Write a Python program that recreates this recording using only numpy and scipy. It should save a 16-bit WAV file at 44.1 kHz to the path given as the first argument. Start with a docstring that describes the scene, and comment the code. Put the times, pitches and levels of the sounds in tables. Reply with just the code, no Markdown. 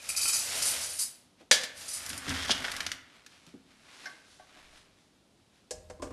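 """Dry kernels are poured from a plastic cup into the steel bowl of a small mill: random tiny impacts
sound dull on the heap, ring on the steel and tick with their husks. The cup drops into a plastic basin,
a hand levels the heap, and the basin is put aside with its grain sliding, snapping and bumping.
Sleeves rustle as filtered noise, then the steel lid is lifted and knocked into place with noisy contacts
and ringing tones. No motor runs; a quiet kitchen lies behind, and both channels are the same."""
import sys
import numpy as np
from scipy import signal
from scipy.fft import rfft, irfft
from scipy.io import wavfile
from scipy.ndimage import uniform_filter1d

SR = 44100
rng = np.random.default_rng(int(sys.argv[2]) if len(sys.argv) > 2 else 0)


def inscribe(sig):
    """Save sig as 16-bit PCM at rate SR to the path in sys.argv[1].

    A 1-D sig is mono; a 2-D sig holds one channel per row.
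    Samples are clipped to [-1, 1] before scaling.
    """
    pcm = np.round(np.clip(np.atleast_2d(sig).T, -1, 1) * 32767)
    wavfile.write(sys.argv[1], SR, pcm.astype(np.int16))


N = 269892
TIME = np.arange(N) / SR
RING_TIME = TIME[:SR // 2]  # half a second for each single sound

# Tone colour of kernels on steel. Each row: frequency in Hz, level in dB.
STEEL_COLOUR = [(500, -32.5), (1200, -15), (3700, -18), (4700, 3), (5500, 1), (6400, -2.5), (7300, 0.5),
                (8300, -8.5), (12000, -8)]
# Tone colour of hard husks. Each row: frequency in Hz, level in dB.
HUSK_COLOUR = [(2000, -33.5), (6500, -17), (8000, -6.5), (8800, 2.5), (10000, 0.5), (10800, -6.5),
               (12000, -7)]


def amp(db):
    """Turn decibels into a gain."""
    return 10 ** (np.asarray(db) / 20)


def unit(x):
    """Scale a sound to an average strength (rms) of 1."""
    return x / np.sqrt(np.mean(x ** 2))


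def unit_in(x, band):
    """Scale so that the part within a band (Hz) has an rms of 1."""
    hz = np.arange(N // 2 + 1) * SR / N
    inside = (hz > band[0]) & (hz < band[1])
    return x / np.std(irfft(rfft(x) * inside, N))


def colour(x, points):
    """Filter through (Hz, dB) points without any sound before its cause (minimum phase)."""
    size = 4096
    hz, db = np.transpose(points)
    grid_hz = np.arange(size // 2 + 1) * SR / size + 1
    log_gain = np.log(amp(np.interp(np.log(grid_hz), np.log(hz), db)))
    # folding the cepstrum makes the filter respond as early as it can
    cepstrum = irfft(log_gain)[:size // 2]
    cepstrum[1:] *= 2
    response = irfft(np.exp(rfft(cepstrum, size)))
    return signal.fftconvolve(x, response)[:len(x)]


def tilted(x, slope_db):
    """Brighten or dull by so many dB an octave, around 1500 Hz."""
    octaves = np.arange(-3, 4)
    return colour(x, np.column_stack([1500 * 2. 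** octaves, slope_db * octaves]))


def noise():
    """Steady random hiss as long as the scene."""
    return rng.standard_normal(N)


def patter(per_second, spread_db):
    """Tiny impacts at random moments, most weak and a few strong."""
    struck = rng.random(N) < per_second / SR
    size = amp(spread_db * np.minimum(rng.exponential(size=N), 4))
    return unit(struck * size * rng.choice([-1, 1], N))


def burst(fade_s):
    """A rough contact: noise that dies away."""
    return rng.standard_normal(len(RING_TIME)) * np.exp(-RING_TIME / fade_s)


def ring(modes, rattle=0):
    """Fading tones from (Hz, dB, seconds to fall 60 dB); with rattle, each wavers on its own."""
    hz, db, t60 = np.transpose(modes)[:, :, None]
    phase = rng.uniform(0, 2 * np.pi, hz.shape)
    wobble = rng.standard_normal((len(hz), len(RING_TIME)))
    waver = 1 + rattle * unit(uniform_filter1d(wobble, size=600, mode="wrap"))
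    tones = np.sin(2 * np.pi * hz * RING_TIME + phase)
    return np.sum(waver * amp(db - 60 * RING_TIME / t60) * tones, axis=0)


def blow(contact_s, crack, modes, ring_db):
    """The noise of a contact and the modes that swell under it and ring on."""
    build_up = 1 - np.exp(-2 * RING_TIME / contact_s)
    contact = unit(colour(burst(contact_s), crack))
    return contact + amp(ring_db) * unit(ring(modes, rattle=0.44) * build_up)


def add(track, s, sound, db):
    """Mix in a sound at time s; db is the level of its loudest 4 ms."""
    start = int(s * SR)
    loudest = np.sqrt(uniform_filter1d(sound ** 2, size=176).max())
    part = sound[:N - start]
    track[start:start + len(part)] += part * amp(db) / loudest


def swell(s, rise_s, hold_s, fall_s):
    """An envelope that rises to 1 at time s, holds and dies away."""
    before, after = np.maximum(s - TIME, 0), np.maximum(TIME - s - hold_s, 0)
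    return np.exp(-before / rise_s - after / fall_s)


def crests(table):
    """Joint gain of overlapping swells, each with crest time (s), dB, rise (s) and fall (s)."""
    return np.sqrt(sum((amp(db) * swell(s, rise_s, 0, fall_s)) ** 2 for s, db, rise_s, fall_s in table))


def fader(table):
    """Gain along (s, dB) points, faded out beyond their ends."""
    s, db = np.transpose(table)
    return amp(np.interp(TIME, s, db)) * swell(s[0], .06, s[-1] - s[0], .06)


def pour():
    """The stream of kernels from the cup swells and thins out as its flow changes."""
    # Flow out of the cup. Each row: time in seconds, flow level in dB.
    cup_flow = [(0.0, -60), (0.068, -53.5), (0.278, -53), (0.48, -46), (0.532, -42.5), (0.748, -43),
                (0.994, -57), (1.036, -59.5), (1.25, -79)]
    return kernels(fader(cup_flow), heap_db=-2.5, steel_db=3, husk_db=1.0, ring_db=-4.5)


def levelling():
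    """A hand pushes through the heap in one stroke, which moves the kernels like a short stream."""
    # The stroke. Its only row: start in seconds, length in seconds, flow level in dB.
    hand_stroke = (1.78, 0.37, -56)
    start_s, length_s, db = hand_stroke
    flow = amp(db) * swell(start_s, rise_s=0.021, hold_s=length_s, fall_s=0.063)
    return kernels(flow, heap_db=-1.5, steel_db=6.5, husk_db=6, ring_db=-5.5)


def kernels(flow, heap_db, steel_db, husk_db, ring_db):
    """Moving kernels: dull on the heap; what spills rings on the steel, with the bright ticks of hard husks."""
    # Tone colour of kernels on the heap. Each row: frequency in Hz, level in dB.
    heap_colour = [(35, -22), (78, -2), (125, -8.5), (300, -13.5), (400, -10), (600, -2.5), (1000, -7.5),
                   (2200, -2), (4000, -1.5), (7000, -5), (12000, -10.5)]
    # a thicker stream spills more onto the steel: extra dB per dB of flow, around a full flow
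    spill_per_db, full_flow_db = 0.1, -43.5
    spill = flow * (flow / amp(full_flow_db)) ** spill_per_db
    heap = unit_in(colour(patter(5000, 1.3), heap_colour), (500, 2000))
    steel = on_steel(patter(3000, 4.6), ring_db)
    husks = unit(colour(patter(2800, 3.3), HUSK_COLOUR))
    return amp(heap_db) * flow * heap + amp(steel_db) * spill * steel + amp(husk_db) * spill * husks


def on_steel(impacts, ring_db):
    """Kernels tick on the bowl and set it ringing, less so while the heap cushions them."""
    # Tones of the steel bowl. Each row: frequency in Hz, level in dB, seconds to fall 60 dB.
    bowl_modes = [(3090, -14, .08), (3910, -12, .11), (4510, -6, .08), (4740, 1, .035), (5085, -2, .09),
                  (5250, -6, .05), (5855, -3, .1), (6055, -4, .12), (6778, -4, .11), (7807, -1.5, .07),
                  (10000, -2, .025), (10690, -12, .07), (11500, -10, .08)]
    # How freely the bowl rings; less while the stream lands on the heap.
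    # Each row: time in seconds, change of the ringing in dB.
    bowl_freedom = [(.36, -2), (.5, -7.5), (1.2, -4), (1.75, -2)]
    freedom = amp(np.interp(TIME, *np.transpose(bowl_freedom)))
    ringing = unit(signal.fftconvolve(impacts, ring(bowl_modes, rattle=.4))[:N])
    return unit(unit(colour(impacts, STEEL_COLOUR)) + amp(ring_db) * freedom * ringing)


def clumps():
    """Whole clumps break loose and spray into the bowl; its floor rings until it is buried."""
    # Clumps spraying into the bowl, from the pour and under the levelling hand.
    # Each row: start in seconds, level in dB, length in seconds, husk ticks over steel in dB.
    clump_sprays = [(0.091, -28.5, 0.0054, 3.5), (0.166, -28.5, 0.024, -2.5), (0.214, -29, 0.05, -1),
                    (0.28, -25.5, 0.0095, 1), (0.331, -27.5, 0.035, -3), (0.392, -38, 0.077, -1),
                    (0.564, -37, 0.026, 13), (0.623, -25.5, 0.011, -3.5), (.658, -29, 0.031, 2.5),
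                    (0.71, -35.5, 0.011, 13), (0.812, -34, 0.047, -1.5), (0.893, -39.5, 0.088, 3),
                    (0.991, -28, 0.037, 1.5), (1.883, -35.5, 0.0057, 1), (1.915, -43.5, 0.026, -3),
                    (1.937, -38.5, 0.031, 4)]
    # Kernels drumming on the still uncovered floor. Each row: time in seconds, level in dB.
    bare_floor = [(.05, -51.5), (.085, -41.5), (.13, -53), (.19, -42), (.31, -39.5), (.40, -51.5)]
    # Tones of the bowl's floor. Each row: frequency in Hz, level in dB, seconds to fall 60 dB.
    floor_modes = [(1375, -2, .04), (2466, 8, .018), (2500, -4, 0.013), (3060, -13, 0.079)]
    steel = on_steel(patter(5000, 2.8), ring_db=2.0)
    husks = unit(colour(patter(5000, 2.6), HUSK_COLOUR))
    drumming = signal.fftconvolve(patter(250, 3.3), ring(floor_modes))[:N]
    out = fader(bare_floor) * unit(drumming)
    for s, db, length_s, husk_db in clump_sprays:
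        envelope = swell(s, rise_s=0.0021, hold_s=length_s, fall_s=0.029)
        out += amp(db) * envelope * unit(steel + amp(husk_db) * husks)
    return out


def rim_ticks():
    """Kernels flicked by the fingers tick brightly on the steel rim: short bursts of noise."""
    # The ticks. Each row: time in seconds, level in dB, fading time in seconds.
    flicks = [(2.092, -32.5, 0.0089), (2.177, -32.5, 0.0075)]
    out = np.zeros(N)
    for s, db, fade_s in flicks:
        steel = unit(colour(burst(fade_s), STEEL_COLOUR))
        husk = unit(colour(burst(fade_s), HUSK_COLOUR))
        add(out, s, steel + amp(2) * husk, db)
    return out


def cup():
    """The cup chatters on the basin; each contact cracks and shakes the grain, and the landing rings the plastic."""
    # The cup lands, chatters and skids to rest.
    # Each row: time in seconds, level in dB, contact time in seconds.
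    contacts = [(1.5126, -13, 0.00022), (1.5149, -9.5, 0.0019), (1.5245, -21, 0.027), (1.544, -35, 0.015),
                (1.614, -36, 0.019), (1.635, -31, 0.01), (1.815, -42.5, .008)]
    # Tone colour of the cracks. Each row: frequency in Hz, level in dB.
    crack_colour = [(80, -19.5), (240, -14.5), (340, -15.5), (540, -2.5), (830, -9.5), (1200, -14),
                    (1720, -2), (2600, -6.5), (3300, -1), (4500, -1), (6500, -4.5), (8500, -9),
                    (12000, -16.5)]
    # Tones of the cup and the basin under it. Each row: frequency in Hz, level in dB, seconds to fall 60 dB.
    plastic_modes = [(517, -8.5, .15), (620, -9, .16), (1367, -14, .16), (1699, -1, .17), (1742, -8, .33),
                     (1785, -2, .09), (2110, -7, .14), (2230, -4, .12), (3055, -3, .15), (3190, -3, .14),
                     (3383, -3, .2), (3895, -1, .15), (4330, -2, .12), (4560, -3, .14), (4760, 1, .13),
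                     (4953, -5, .14), (5443, -6, .16), (5845, -1, .14), (6272, -5, .14), (6590, -1, .13),
                     (6960, -1, .13), (7224, -6, .13), (8096, -8, .14), (9300, -5, .12), (9820, -7, .11)]
    out = np.zeros(N)
    for s, db, contact_s in contacts:
        crack = unit(burst(contact_s)) + amp(-9) * unit(burst(.02))
        add(out, s, colour(crack, crack_colour), db)
    landing = ring(plastic_modes, rattle=.3) * (1 - np.exp(-RING_TIME / 0.0041))
    add(out, 1.511, landing, db=-18)
    return out


def basin():
    """The basin is tipped and moved: its grain slides, and its plastic flexes, snaps and bumps."""
    return sliding_grain() + flexing_wall() + snaps_and_bumps()


def sliding_grain():
    """Grain slides in many small slips that patter and hiss; the hiss also bursts out in avalanches."""
    # Grain sliding in the basin. Each row: time in seconds, slide level in dB.
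    slide_levels = [(1.95, -52.5), (2.05, -49), (2.23, -47), (2.31, -38), (2.53, -40.5), (2.7, -42),
                    (2.83, -44.5), (2.94, -51), (3.03, -75)]
    # The heap gives way in rushes. Each row: crest in seconds, level in dB, rise and fall in seconds.
    avalanches = [(2.45, -38.5, .1, .09), (2.513, -23, .012, 0.012)]
    # Tone colour of the sliding grain. Each row: frequency in Hz, level in dB.
    grain_colour = [(150, -6), (400, -9), (650, -5.5), (880, -6), (1500, 1.5), (2100, -0.5), (3200, -8),
                    (5500, -14), (8000, -14), (12000, -18.5)]
    # Tone colour of the hiss. Each row: frequency in Hz, level in dB.
    hiss_colour = [(900, -64.5), (2300, -13), (3200, 7.5), (4200, 0.5), (5100, 2.5), (6200, -2),
                   (8000, -13.5), (10000, -13), (12000, -29.5)]
    # stronger sliding hisses more: hiss at full slide, extra dB per dB of slide, full slide
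    hiss_db, hiss_per_db, full_slide_db = -44.5, .5, -39.5
    slide = fader(slide_levels)
    steady_hiss = amp(hiss_db) * (slide / amp(full_slide_db)) ** (1 + hiss_per_db)
    hiss_gain = np.hypot(steady_hiss, crests(avalanches))
    # the level wavers at random, by 1.3 dB rms
    slips = amp(1.3 * unit(uniform_filter1d(noise(), size=350)))
    grain = unit_in(colour(patter(1400, 2.1), grain_colour), (900, 2500))
    hiss = unit(colour(patter(1600, 3.3), hiss_colour))
    return amp(-2.0) * slide * slips * grain + hiss_gain * slips * hiss


def flexing_wall():
    """The wall of the basin flexes under the hand: low, filtered noise that swells and fades."""
    # The flexes. Each row: crest in seconds, level in dB, rise and fall in seconds.
    flexes = [(2.16, -49, 0.06, 0.042), (2.315, -39.5, .025, 0.04), (2.55, -52, .1, .09),
              (2.9, -55.5, .12, 0.077)]
    # Tone colour of the wall. 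Each row: frequency in Hz, level in dB.
    flex_colour = [(30, -10), (55, -12), (78, 10), (110, 2.5), (200, -9.5), (262, 5.5), (320, -5.5),
                   (500, -24.5), (1500, -44)]
    return crests(flexes) * unit(colour(noise(), flex_colour))


def snaps_and_bumps():
    """The basin creaks, kernels snap against it, and it bumps softly: short bursts of noise."""
    # Creaks and snaps. Each row: time in seconds, level in dB, treble tilt in dB per octave.
    snaps = [(2.063, -32, 13), (2.102, -35, 4), (2.131, -34, 3.5), (2.293, -30.5, 7.5), (2.364, -33, -1.5),
             (2.495, -25.5, -9.5), (2.504, -29.5, -1.5), (2.516, -28.5, -3), (2.579, -36, 5),
             (2.643, -31.5, -4), (2.649, -29, -1), (2.657, -37, -6), (2.682, -30, -2.5), (2.717, -31, 6.5),
             (2.765, -32, 8), (2.805, -26.5, 2.5), (2.865, -26, 3), (2.917, -26, 3.5), (3.263, -45.5, 4.5),
             (3.466, -53, 8)]
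    # Tone colour of the plastic. Each row: frequency in Hz, level in dB.
    plastic_colour = [(100, -57.5), (600, 1), (1000, -3), (1500, 8), (2200, 6), (3500, 5), (5500, 1),
                      (8000, -11), (12000, -18)]
    # Soft bumps. Each row: time in seconds, level in dB, pitch of the thud in Hz, contact time in seconds.
    bumps = [(1.404, -54, 396, 0.01), (2.112, -49, 194, 0.0072), (2.143, -61, 200, 0.0081),
             (2.268, -36, 240, 0.014), (2.287, -35, 125, .013), (2.498, -34, 238, 0.0057),
             (2.861, -49, 243, .0065), (3.467, -55, 235, .01), (3.537, -46, 225, 0.011)]
    # Tone colour of a thud. Each row: multiple of its pitch, level in dB.
    thud_colour = [(.2, -25.5), (.45, -12.5), (.75, 0), (1.2, 2), (1.8, -6.5), (3.2, -19.5), (10, -49.5)]
    out = np.zeros(N)
    for s, db, tilt_db in snaps:
        snap = unit(burst(0.0034)) + amp(-4.0) * unit(burst(0.011))
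        add(out, s, tilted(colour(snap, plastic_colour), tilt_db), db)
    for s, db, pitch_hz, contact_s in bumps:
        soft_hit = burst(contact_s) * (1 - np.exp(-RING_TIME / contact_s))
        pitched_colour = [(multiple * pitch_hz, level_db) for multiple, level_db in thud_colour]
        add(out, s, colour(soft_hit, pitched_colour), db)
    return out


def lid():
    """The lid knocks and rings while carried, then clunks and clicks on the rim and rocks the mill."""
    return lifted_lid() + seated_lid()


def lifted_lid():
    """The lid knocks as it is lifted and carried: contact noise with freely ringing steel."""
    # The knocks. Each row: time in seconds, level in dB, treble tilt in dB per octave,
    # ring over contact in dB, contact time in seconds.
    lifts = [(4.057, -35.5, 4.5, -2, 0.012), (4.397, -48, -7.5, 3, 0.0043), (4.425, -66, -6, -3, .005),
             (4.56, -56.5, -10, 1, 0.005), (4.725, -60, -6, 4, 0.018)]
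    # Tones of the free lid. Each row: frequency in Hz, level in dB, seconds to fall 60 dB.
    free_modes = [(628, -4.5, 0.23), (734, 2, 0.09), (846, -7, 0.094), (1135, -6.5, 0.2), (1380, -26, .15),
                  (1540, -4, 0.2), (1700, -20, 0.17), (2110, 2.5, 0.073), (2670, -25, .2), (4460, -8, 0.07),
                  (5370, -6, 0.062)]
    # Tone colour of the contacts. Each row: frequency in Hz, level in dB.
    lift_colour = [(150, -24), (500, -9), (720, 2), (1000, -15), (1600, 14.5), (2200, -6), (3200, -16),
                   (5600, -10), (9000, -41), (12000, -31)]
    out = np.zeros(N)
    for s, db, tilt_db, ring_db, contact_s in lifts:
        add(out, s, tilted(blow(contact_s, lift_colour, free_modes, ring_db), tilt_db), db)
    return out


def seated_lid():
    """Each knock on the rim clunks the lid, clicks the metal and thumps the mill; pressing rocks the mill."""
    # The lid meets the rim. 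Each row: time in seconds, clunk in dB, ring over contact of the clunk in dB,
    # metal click in dB, thump of the mill in dB, basic contact time in seconds (stretched for each part).
    knocks = [(5.708, -35.5, 6.5, -35, -59, 0.0041), (5.899, -40.5, -0.5, -52, -65, .0047),
              (5.996, -54, -1, -76, -45.5, 0.0031), (6.021, -34, -3.5, -45.5, -41.5, 0.0079),
              (6.044, -51, 8, -63, -43, 0.0014), (6.07, -46.5, -1, -66, -48, .0039),
              (6.106, -45, -7, -59, -45.5, 0.0039)]
    # Tones of the lid on the rim. Each row: frequency in Hz, level in dB, seconds to fall 60 dB.
    seated_modes = [(440, -8, .08), (497, 0, .11), (560, -6, .06), (620, -.5, .2), (775, -7, .14),
                    (1060, -18, .08), (1680, -16, .17), (2200, -24, .08)]
    # Tones of the rim. Each row: frequency in Hz, level in dB, seconds to fall 60 dB.
    rim_modes = [(5170, 0, .06), (5260, -1, .05), (5900, -4, .08), (6250, -6, .1), (7133, -8, .1),
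                 (7623, -2, .05), (8204, -8, .17), (9243, -9, .12)]
    # Tones of the mill. Each row: frequency in Hz, level in dB, seconds to fall 60 dB.
    mill_modes = [(82.6, -9, 0.51), (278, -4, 0.33), (332, 4, 0.12), (1023, 1, 0.11), (1194, -6, 0.08)]
    # Tone colour of the clunk. Each row: frequency in Hz, level in dB.
    clunk_colour = [(40, -27.5), (150, -22.5), (300, -15.5), (480, 1.5), (650, -7.5), (880, -13.5),
                    (1100, -11), (1500, -18.5), (2200, -21.5), (4000, -30), (12000, -76)]
    # Tone colour of the click. Each row: frequency in Hz, level in dB.
    click_colour = [(500, -25), (2000, -11.5), (3600, -9), (5200, 2.5), (8000, 0.5), (9500, -5.5),
                    (10500, -14), (12000, -14)]
    # Tone colour of the rocking mill. Each row: frequency in Hz, level in dB.
    rock_colour = [(25, -35), (45, 10.5), (60, -9), (80, 6), (110, -6), (200, -6), (280, -31), (380, -21),
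                   (1000, -36)]
    # The mill rocks on the counter as the lid is pressed down.
    # Each row: start in seconds, length in seconds, level in dB.
    rocking = [(5.735, .21, -57.5), (6.031, .1, -55)]
    pressing = sum(amp(db) * swell(s, rise_s=0.01, hold_s=length_s, fall_s=0.037)
                   for s, length_s, db in rocking)
    out = pressing * unit(colour(noise(), rock_colour))
    for s, clunk_db, ring_db, click_db, thump_db, contact_s in knocks:
        # the clunk follows the click by about a millisecond
        add(out, s + 0.000975, blow(2 * contact_s, clunk_colour, seated_modes, ring_db), clunk_db)
        add(out, s, blow(3 * contact_s, click_colour, rim_modes, ring_db=-21), click_db)
        add(out, s, blow(2.3 * contact_s, rock_colour, mill_modes, ring_db=6.0), thump_db)
    return out


def air():
    """The lid pushes a little air against the microphone as it passes: a swell of low noise."""
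    # The push of air. Each row: crest in seconds, level in dB, rise and fall in seconds.
    draught = [(4.68, -65, .09, .1)]
    # Tone colour of the air. Each row: frequency in Hz, level in dB.
    draught_colour = [(20, -6), (35, -2), (55, -3), (90, -22), (300, -45.5)]
    return crests(draught) * unit(colour(noise(), draught_colour))


def sleeves():
    """Cloth and skin brush in countless small slips; each stroke swells and fades."""
    # Strokes of sleeves and hands. Each row: crest in seconds, level in dB, rise in seconds,
    # fall in seconds, treble over the rub in dB.
    strokes = [(1.415, -61, .02, .016, -2), (3.161, -60.5, 0.12, 0.098, -9), (3.322, -61.5, .04, .13, 1),
               (3.49, -63.5, .08, 0.048, 1), (3.72, -64.5, .035, .06, -3), (3.93, -58.5, .07, 0.076, -5),
               (4.04, -54.5, 0.15, 0.13, 1.5), (4.32, -66.5, .07, 0.13, 10), (4.59, -59.5, 0.15, 0.18, -10),
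               (4.78, -63, 0.092, .05, 6), (5.0, -73, 0.055, .09, 5.5), (5.4, -75.5, .03, 0.034, -3.5),
               (5.55, -70.5, .03, .08, 1.5)]
    # Tone colour of the rub. Each row: frequency in Hz, level in dB.
    cloth_colour = [(150, -28), (300, -1.5), (450, -7.5), (700, -4), (950, -2.5), (1500, -0.5),
                    (2500, -0.5), (4000, -5), (7000, -13), (12000, -21)]
    # Tone colour of the treble swish. Each row: frequency in Hz, level in dB.
    swish_colour = [(1200, -5.5), (2800, -6), (3600, 3.5), (5500, 2), (8000, -5), (10500, -5),
                    (12000, -20.5)]
    rub_gain = crests([row[:4] for row in strokes])
    swish_gain = crests([(s, db + treble_db, rise_s, fall_s) for s, db, rise_s, fall_s, treble_db in strokes])
    rub = unit_in(colour(patter(7000, 5.4), cloth_colour), (900, 3000))
    swish = unit(colour(patter(5000, 1.3), swish_colour))
    return amp(-0.5) * rub_gain * rub + amp(-4.0) * swish_gain * swish


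def room(x, wet_db, low_t60, high_t60, boom_db):
    """Tiled walls: a short diffuse tail whose treble dies first, and a few low standing waves."""
    # Standing waves. Each row: frequency in Hz, level in dB, seconds to fall 60 dB.
    room_modes = [(79.5, -5, 0.59), (252, -4, 0.19), (265, -7, 0.71)]
    low_pass = signal.butter(2, 2500, fs=SR, output="sos")
    high_pass = signal.butter(2, 2500, "high", fs=SR, output="sos")
    low = signal.sosfilt(low_pass, rng.standard_normal(len(RING_TIME)))
    high = signal.sosfilt(high_pass, rng.standard_normal(len(RING_TIME)))
    tail = low * amp(-60 * RING_TIME / low_t60) + high * amp(-60 * RING_TIME / high_t60)
    tail *= RING_TIME > .005  # the tail starts after 5 ms
    boom = sum(amp(db - 60 * RING_TIME / t60) * np.cos(2 * np.pi * hz * RING_TIME)
               for hz, db, t60 in room_modes)
    response = amp(wet_db) * tail / np.linalg.norm(tail) + amp(boom_db) * boom / np.abs(rfft(boom)).max()
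    return x + signal.fftconvolve(x, response)[:N]


def kitchen():
    """The quiet of the kitchen: steady filtered noise."""
    # Tone colour of the quiet. Each row: frequency in Hz, level in dB.
    kitchen_colour = [(20, -24.5), (32, -12), (55, -1.5), (100, -1), (170, 0.5), (285, 2), (400, -5),
                      (700, -7), (1000, -12), (2000, -16.5), (3700, -13), (5000, -16.5), (10000, -22.5),
                      (12000, -27)]
    return amp(-66) * unit(colour(noise(), kitchen_colour))


def scene():
    """Everything on the counter sounds in the room, over the quiet of the kitchen."""
    grain = pour() + levelling() + clumps() + rim_ticks()
    near = grain + cup() + basin() + lid() + air() + sleeves()
    in_room = room(near, wet_db=-10, low_t60=0.65, high_t60=.35, boom_db=6.5)
    return np.tile(in_room + kitchen(), (2, 1))


def record(dry):
    """Peaks are clipped at full scale, then a steep filter cuts everything above about 12 kHz."""
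    top_cut = signal.ellip(12, .2, 70, 12150, fs=SR, output="sos")
    return signal.sosfilt(top_cut, np.clip(dry, -1, 1))


dry = scene()
out = record(dry)
inscribe(out)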